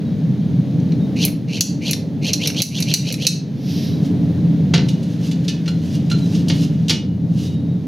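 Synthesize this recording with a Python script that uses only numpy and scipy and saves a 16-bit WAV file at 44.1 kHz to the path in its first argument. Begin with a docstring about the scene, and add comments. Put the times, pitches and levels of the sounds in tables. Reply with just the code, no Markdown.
"""A low hum fills a garage throughout; a bird chirps faintly outside now and then.
From 0.8 s a pistol-grip grease gun clicks and is pumped: each squeeze scrapes its spring,
knocks the piston and ends in a sharp steel click. At 3.7 s a hand slides along the barrel.
From 4 s the lowered nozzle rubs, then knocks and rattles, on a hinge by the steel door track."""
import sys
import numpy as np
from scipy import signal
from scipy.fft import rfft, irfft, next_fast_len
from scipy.io import wavfile
from scipy.ndimage import uniform_filter1d, minimum_filter1d, map_coordinates

SR = 44100
rng = np.random.default_rng(int(sys.argv[2]) if len(sys.argv) > 2 else 0)


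def master_out(mix):
    """Clip the mix to full scale and print it as 16-bit PCM to the path in sys.argv[1]."""
    frames = np.transpose(np.atleast_2d(mix))
    ceiling = np.clip(frames, -1, 1)
    pcm = np.round(ceiling * 32767).astype(np.int16)
    wavfile.write(sys.argv[1], SR, pcm)


N = 347067

# Levels are relative. Hum envelope: t/s, low band/dB, upper band/dB
HUM_LEVELS = [(0, -18.5, -26.5), (.6, -15.5, -25.5), (1.15, -18, -23), (1.4, -22, -28.5),
              (2.55, -21.5, -26), (2.72, -19, -27.5), (3.45, -25, -31), (4.0, -18, -22.5), (4.85, -17, -25),
              (5.1, -22, -26.5), (5.65, -20.5, -28), (6.5, -16.5, -24), (7.07, -21, -30.5),
              (7.3, -17.5, -28), (7.87, -21.5, -28)]
# tones in the hum: f/Hz, level against their band/dB
HUM_TONES = [(93, -21), (167, -11.5), (284, -11.5)]
# hiss envelope: t/s, level/dB
HISS_LEVELS = [(0, -50), (1.15, -49), (1.4, -53), (3.5, -53), (4.0, -48), (6.8, -49.5), (7.15, -55.5),
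               (7.87, -53.5)]
# bird calls: t/s, f/Hz, level/dB
CHIRPS = [(.07, 3860, -48), (1.02, 3750, -46), (3.94, 3920, -42), (6.229, 3950, -38.5), (7.48, 3830, -44),
          (7.57, 3780, -46), (7.70, 3790, -51)]
# lever snaps: t/s, level/dB, treble/dB, body/dB
LEVER_SNAPS = [(.800, -41.5, -16, -5), (0.921, -34.5, -23, 9.5), (1.2513, -16, 16.5, -17),
               (1.281, -29, -3.5, 15), (1.6084, -0.5, -2.5, -6), (1.9106, -17, 9, -5),
               (1.932, -13.5, -5.5, 2), (2.333, -5.5, -5.5, -6), (2.4737, -11, 5, -2),
               (2.5, -22.5, -12.5, 12.5), (2.62, 1, 3, -4), (2.8036, -20.5, 9.5, 7), (2.825, -13, -8.5, -5),
               (2.9391, 0, 1, -5), (3.1249, -21, 6.5, -1), (3.1414, -20.5, -4.5, 1), (3.268, 2.5, -2.5, -8)]
# lever squeezes: top-speed t/s, rise/s, level/dB, top-speed resonance f/Hz
STROKES = [(1.23, 0.08, -19.5, 3220), (1.561, 0.093, -25.5, 3074), (1.882, 0.08, -22, 3200),
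           (2.28, 0.069, -20, 3206), (2.448, 0.061, -18.5, 3340), (2.592, 0.064, -20.5, 3450),
           (2.775, 0.074, -21, 3490), (2.903, 0.052, -22, 3180), (3.092, 0.074, -25.5, 3027),
           (3.238, 0.064, -22.5, 3370)]
# nozzle turns: hardest t/s, length/s, level/dB
NOZZLE_TURNS = [(4.056, 0.065, -43.5), (5.1, 0.156, -54.5), (5.263, 0.085, -41), (5.454, 0.027, -45),
                (5.878, 0.15, -47.5), (5.954, 0.026, -38.5), (6.185, 0.027, -45), (6.24, 0.048, -63),
                (6.34, 0.31, -44), (6.57, 0.1, -41), (6.637, 0.056, -36), (7.427, 0.17, -40)]
# nozzle hits: t/s, level/dB, thud/dB, treble/dB, hinge ring/dB
NOZZLE_HITS = [(4.737, -15, 6, -9, -16), (4.746, -20.5, 4, -11, -34), (4.777, -24.5, 7, -16.5, -30),
               (4.885, -26.5, -10, 2.5, -58), (5.029, -40.5, -17, 8, -26), (5.312, -31, -2, 3, -46),
               (5.48, -19.5, -19, -3, -28), (5.493, -33, -13, -2, -30), (5.658, -34.5, 3, -5, -25),
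               (5.678, -27.5, 1.5, 0, -4.5), (6.099, -31, -1, 4, -15), (6.113, -26.5, -1, -1, -2.5),
               (6.348, -30.5, -4, -5, -29), (6.483, -25.5, -21, 5, -28), (6.498, -19.5, 2.5, -13, -23),
               (6.882, -22, -19.5, -1, -29), (6.894, -12, -6.5, 0.5, -30), (6.903, -16, 1.5, -6, -17)]
# source spectra: f/Hz, level/dB
HUM_SPECTRUM = [(25, -41.5), (80, -34), (91, -19), (101, -10), (137, -0.5), (170, 0.5), (205, -3.5),
                (255, -8), (300, -8), (355, -24.5), (395, -18.5), (600, -28), (1300, -50), (3000, -67.5)]
HISS_SPECTRUM = [(300, -15.5), (1100, -1.5), (1700, 5), (2700, 3), (3900, 5), (5200, -2), (6500, -3.5),
                 (8000, -23.5), (11000, -14.5), (15000, -25), (16500, -22.5)]
CLICK_SPECTRUM = [(300, -27), (1100, -28.5), (2000, -18), (2600, -5.5), (3400, -15), (4150, 3),
                  (5000, -10.5), (6000, -1.5), (7000, -13), (8400, -21.5), (10500, -12), (13500, -20.5),
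                  (15500, -29), (16600, -46)]
SCRAPE_SPECTRUM = [(250, -29), (470, 8.5), (800, -4), (1300, -23), (2000, -7), (2600, -16.5), (4200, 13),
                   (5000, 2.5), (6200, 5.5), (8000, -15.5), (11000, -11), (14000, -19), (16500, -40.5)]
SLIDE_SPECTRUM = [(1200, -20.5), (2700, -1), (4000, 2.5), (5700, 3), (8000, -22.5), (10000, -16),
                  (11800, -7.5), (13200, -15), (16000, -27)]
RUB_SPECTRUM = [(900, -9.5), (2000, -7.5), (3000, 6), (4200, 1.5), (6200, 1), (8000, -11), (11500, -10.5),
                (14000, -17), (16500, -29)]
KNOCK_SPECTRUM = [(100, -12), (300, 6), (600, -4), (1100, -14.5), (1900, -6.5), (2900, 4), (4500, 0),
                  (6300, -2), (8000, -15), (11000, -17), (16000, -34.5)]
# modes of gun, door track, hinge and door panel: f/Hz, level/dB, t60/s
GUN_MODES = [(2230, -11.5, .03), (4250, -16.5, 0.04), (4340, 0.5, 0.049), (5493, 8, .03), (6000, 4, .03),
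             (5700, 3.5, .04), (6630, -9, 0.089), (10600, -9, .025)]
TRACK_MODES = [(1760, -9, .2), (1930, -31, 0.13), (2030, -13, 0.088), (2556, -10, 0.27), (2900, -8, .22),
               (2907, -6, 0.43), (3130, -13.5, 0.18), (3610, -2, 0.23), (4100, 1.5, 0.16),
               (4610, 9.5, 0.071)]
HINGE_MODES = [(1380, -1, .11), (1480, 2, 0.095), (2840, 7, 0.04), (3200, -16, 0.09), (4120, 8, 0.062),
               (4200, 4.5, .1), (10300, -21, .12)]
PANEL_MODES = [(331.4, 0.5, .25), (895, -7, .14)]
# stereo width: f/Hz, side level/dB
SIDE_SPECTRUM = [(30, -10.5), (80, -23.5), (170, -18), (350, -14.5), (700, -9), (1400, -7.5), (3000, -10.5),
                 (6000, -13), (9000, -14.5), (14000, -3.5)]
# room decay: f/Hz, t60/s
GARAGE_T60 = [(200, 0.86), (1500, 0.33), (4500, 0.31), (8000, 0.26), (15000, 0.18)]

PISTON_LAG_S = 0.011  # after top lever speed


def amp(db):
    """Decibels to gain."""
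    return 10 ** (np.asarray(db) / 20)


def unit(x):
    """Scale to rms 1."""
    return x / np.sqrt(np.mean(x ** 2) + 1e-20)


def along(points, hz):
    """(f/Hz, value) points read on a log axis."""
    f, v = np.transpose(points)
    return np.interp(np.log(hz + 1), np.log(f + 1), v)


def curves(rows):
    """One value per sample for each column after the time."""
    s, *cols = np.transpose(rows)
    return [np.interp(np.arange(N) / SR, s, c) for c in cols]


def wobble(rate_hz):
    """Smooth random curve, rate_hz knots a second."""
    knots = rng.standard_normal(int(N * rate_hz / SR) + 4)
    return map_coordinates(knots, [np.arange(N) * rate_hz / SR])


def shaped(x, gain):
    """Zero-phase filter; gain is a function of frequency."""
    n = x.shape[-1]
    m = next_fast_len(n + 8192)
    return irfft(rfft(x, m) * gain(np.fft.rfftfreq(m, 1 / SR)), m)[..., :n]


def coloured(x, spectrum):
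    """x filtered by a spectrum, at rms 1."""
    return unit(shaped(x, lambda hz: amp(along(spectrum, hz))))


def spread(pair):
    """Two unrelated signals as mid and side of a diffuse sound."""
    side = shaped(pair[1], lambda hz: amp(along(SIDE_SPECTRUM, hz)))
    return np.array([pair[0] + side, pair[0] - side])


def shelved(x, low_db, high_db, low_hz, high_hz):
    """x through a bass shelf and a treble shelf."""
    bass_db = lambda hz: low_db / (1 + (hz / low_hz) ** 8)
    treble_db = lambda hz: high_db * (1 - 1 / (1 + (hz / high_hz) ** 8))
    return shaped(x, lambda hz: amp(bass_db(hz) + treble_db(hz)))


def ring(modes, t):
    """Decaying modes, struck at new strengths every time."""
    strengths_db = rng.normal(0, 2, len(modes))
    return sum(amp(db + strike_db - 60 * t / t60_s) * np.sin(2 * np.pi * (hz * t + rng.random()))
               for (hz, db, t60_s), strike_db in zip(modes, strengths_db))


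def add(track, s, sound):
    """Mix a sound into a track at time s."""
    part = track[..., round(s * SR):][..., :sound.shape[-1]]
    part += sound[..., :part.shape[-1]]


def slips(rate_hz, scatter_db):
    """Friction: tiny random impulses of uneven size."""
    impulses = (rng.random(N) < rate_hz / SR) * rng.standard_normal(N)
    return unit(impulses * amp(scatter_db * rng.standard_normal(N)))


def hum():
    """Low rumble, three wavering tones that swell with it, and thin hiss."""
    split_hz, sway_db, drift, tone_swell = 220, 2, 0.01799, 1.4
    low_db, upper_db = curves(HUM_LEVELS)
    rumble = spread(coloured(rng.standard_normal((2, N)), HUM_SPECTRUM))
    low = shaped(rumble, lambda hz: 1 / (1 + (hz / split_hz) ** 12))
    out = amp(low_db - 1) * unit(low) + amp(upper_db - 1.82) * unit(rumble - low)
    rise_db = np.interp(np.arange(N) / SR, [3.35, 3.85], [0, 6])
    for hz, db in HUM_TONES:
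        band_db = low_db if hz < split_hz else upper_db
        tone_db = db + rise_db + band_db.mean() + tone_swell * (band_db - band_db.mean())
        phase = 2 * np.pi * np.cumsum(hz * (1 + drift * wobble(7))) / SR
        out += amp(tone_db) * unit(amp(sway_db * wobble(8)) * np.sin(phase))
    hiss_db, = curves(HISS_LEVELS)
    return out + amp(hiss_db) * spread(coloured(rng.standard_normal((2, N)), HISS_SPECTRUM))


def bird():
    """Short whistles, slightly arched in pitch."""
    out, length_s = np.zeros(N), .06
    u = np.linspace(-1, 1, round(length_s * SR))
    for s, hz, db in CHIRPS:
        phase = 2 * np.pi * np.cumsum(hz * (1 - 0.049 * u ** 2)) / SR
        add(out, s - length_s / 2, amp(db) * np.cos(u * np.pi / 2) ** 2 * np.sin(phase))
    return out


def gun_clicks():
    """Steel on steel: crack, bright edge, short ring. Lever sharp, piston dull; the grip detunes each."""
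    out, t = np.zeros((2, N)), np.arange(SR // 5) / SR
    lead_samples, burst_t60_s, edge_t60_s, attack_s = 256, 0.046, .007, 0.00029
    piston_knocks = [(s + PISTON_LAG_S, db - 1, -15.5, 6.5) for s, _, db, _ in STROKES]
    for s, db, treble_db, body_db in LEVER_SNAPS + piston_knocks:
        detune = 1 + .03 * rng.standard_normal()
        burst = rng.standard_normal((2, len(t))) * amp(-60 * t / burst_t60_s)
        edge = np.diff(rng.standard_normal((2, len(t) + 1))) * amp(-60 * t / edge_t60_s)
        contact = np.pad(amp(-1) * burst + amp(0.5) * edge, [(0, 0), (lead_samples, 0)])
        crack = spread(shaped(contact, lambda hz: amp(along(CLICK_SPECTRUM, hz / detune))))
        ping = ring(GUN_MODES, t * detune) * (1 - np.exp(-t / attack_s))
        snap = crack + amp(-28.5) * np.pad(ping, (lead_samples, 0))
        snap = shelved(snap, body_db, treble_db, low_hz=3000, high_hz=8500)
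        add(out, s - lead_samples / SR, amp(db + 10.5) * snap)
    return out


def spring_scrape():
    """The spring scrapes; its resonance climbs with lever speed and sinks as the lever stops."""
    t = np.arange(N) / SR
    level, rasp, climb_hz = np.zeros((3, N))
    rest_hz, braking_s, swell_db = 2460, .06, 18.5
    for fastest_s, rise_s, db, top_hz in STROKES:
        speed = np.interp(t, [fastest_s - rise_s, fastest_s, fastest_s + braking_s], [0, 1, 0])
        climb_hz += (top_hz - rest_hz) * speed ** 2
        rasp += speed
        level += amp(db - swell_db * (1 - speed) ** 1.4) * np.minimum(speed * 6, 1)
    scrape = coloured(slips(rate_hz=6000, scatter_db=2.5), SCRAPE_SPECTRUM)
    phase = 2 * np.pi * np.cumsum(rest_hz + climb_hz) / SR
    resonance = unit(wobble(950) * np.sin(phase) + wobble(950) * np.cos(phase))
    judder = amp(1.9 * wobble(260))
    return level * judder * (amp(-4.5) * scrape * (.5 + .5 * rasp) + amp(-6) * resonance)


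def barrel_thumps():
    """Each piston knock shakes the barrel softly."""
    out, t = np.zeros(N), np.arange(SR // 5) / SR
    mean_hz, t60_s = 444, 0.078
    for s, _, db, _ in STROKES:
        hz = mean_hz * (1 + .1 * rng.standard_normal())
        envelope = amp(db - 4 - 60 * t / t60_s) * (1 - np.exp(-t * hz))
        add(out, s + PISTON_LAG_S, envelope * np.sin(2 * np.pi * hz * t))
    return out


def hand_slide():
    """A hand slides along the barrel: one swell of friction noise."""
    t = np.arange(N) / SR
    full_speed_s, hold_s, rise_db_per_s, fall_db_per_s = 3.705, 0.14, 143, 100
    fade_in_db = rise_db_per_s * np.maximum(full_speed_s - t, 0)
    fade_out_db = fall_db_per_s * np.maximum(t - full_speed_s - hold_s, 0)
    return amp(-37 - fade_in_db - fade_out_db) * coloured(rng.standard_normal(N), SLIDE_SPECTRUM)


def nozzle_rubs():
    """The nozzle is worked onto its fitting in short turns; the track sings faintly."""
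    t = np.arange(N) / SR
    edge_db, rest_from_s, rest_to_s = 11, 4.74, 6.9
    pressure = sum(amp(db - edge_db * np.abs(2 * (t - s) / length_s) ** 1.34)
                   for s, length_s, db in NOZZLE_TURNS)
    pressure += amp(-57) * ((t > rest_from_s) & (t < rest_to_s))  # grates while resting on the hinge
    grip = amp(2.2 * wobble(35))
    rub = pressure * grip * coloured(slips(rate_hz=16000, scatter_db=4), RUB_SPECTRUM)
    track = ring(TRACK_MODES, np.arange(SR // 2) / SR)
    return rub + amp(-13.5) * signal.fftconvolve(rub, track / np.linalg.norm(track))[:N]


def nozzle_knocks():
    """The nozzle hits loose hardware, which chatters and rings track, hinge and door panel."""
    out, t = np.zeros(N), np.arange(SR // 2) / SR
    chatter_t60_s, attack_s = 0.082, 0.0014
    for s, db, thud_db, treble_db, hinge_db in NOZZLE_HITS:
        chatter = rng.standard_normal(len(t)) * amp(1.2 * wobble(600)[:len(t)])
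        chatter = coloured(chatter, KNOCK_SPECTRUM)
        chatter = shelved(chatter, thud_db, treble_db, low_hz=2200, high_hz=7200)
        track = amp(-16) * ring(TRACK_MODES, t)
        hinge = amp(hinge_db - 2.5) * ring(HINGE_MODES, t)
        panel = amp(thud_db - 16.5) * ring(PANEL_MODES, t)
        blow = chatter * amp(-60 * t / chatter_t60_s) + track + hinge + panel
        add(out, s, amp(db + 2.5) * blow * (1 - np.exp(-t / attack_s)))
    return out


def garage(x, build_s):
    """Room reverb: builds up, dies soonest in the treble; a new tail every 0.5 s as the gun moves."""
    out, step = np.zeros((2, N)), SR // 2
    for first in range(0, N, step):
        hz, t, noise = signal.stft(rng.standard_normal((2, SR // 2)), SR, nperseg=256)
        envelope = amp(-60 * t / along(GARAGE_T60, hz)[:, None]) * (1 - np.exp(-t / build_s))
        tail = signal.istft(noise * envelope, SR, nperseg=256)[1]
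        tail /= np.linalg.norm(tail[0])
        add(out, first / SR, signal.fftconvolve(x[None, first:first + step], tail, axes=1))
    return spread(out)


def scene():
    """Gun, door hardware and bird, each with garage reverb, over the hum."""
    clicks = gun_clicks()
    squeezes = spring_scrape() + barrel_thumps()
    handling = nozzle_knocks() + hand_slide() + nozzle_rubs()
    chirps = bird()
    gun_send = amp(-8.5) * clicks.mean(axis=0) + amp(-13.5) * squeezes
    gun = clicks + squeezes + garage(gun_send, build_s=0.0031)
    hardware = handling + amp(-6) * garage(handling, build_s=0.0014)
    outside = chirps + amp(-3) * garage(chirps, build_s=.02)
    pan_right = amp([[-.4], [.4]])
    return (gun + hardware) * pan_right + outside + hum()


def record(dry):
    """A limiter ducks peaks above full scale; the top band is cut."""
    recovery_db_per_s, window_samples, top_hz = 55, 61, 16500
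    over_db = np.maximum(20 * np.log10(np.abs(dry).max(axis=0) + 1e-9), 0)
    ramp_db = recovery_db_per_s * np.arange(N) / SR
    gain_db = ramp_db - np.maximum.accumulate(over_db + ramp_db)
    gain_db = uniform_filter1d(minimum_filter1d(gain_db, window_samples), window_samples)  # look-ahead
    return shaped(dry * amp(gain_db), lambda hz: hz < top_hz)


dry = scene()
out = record(dry)
master_out(out)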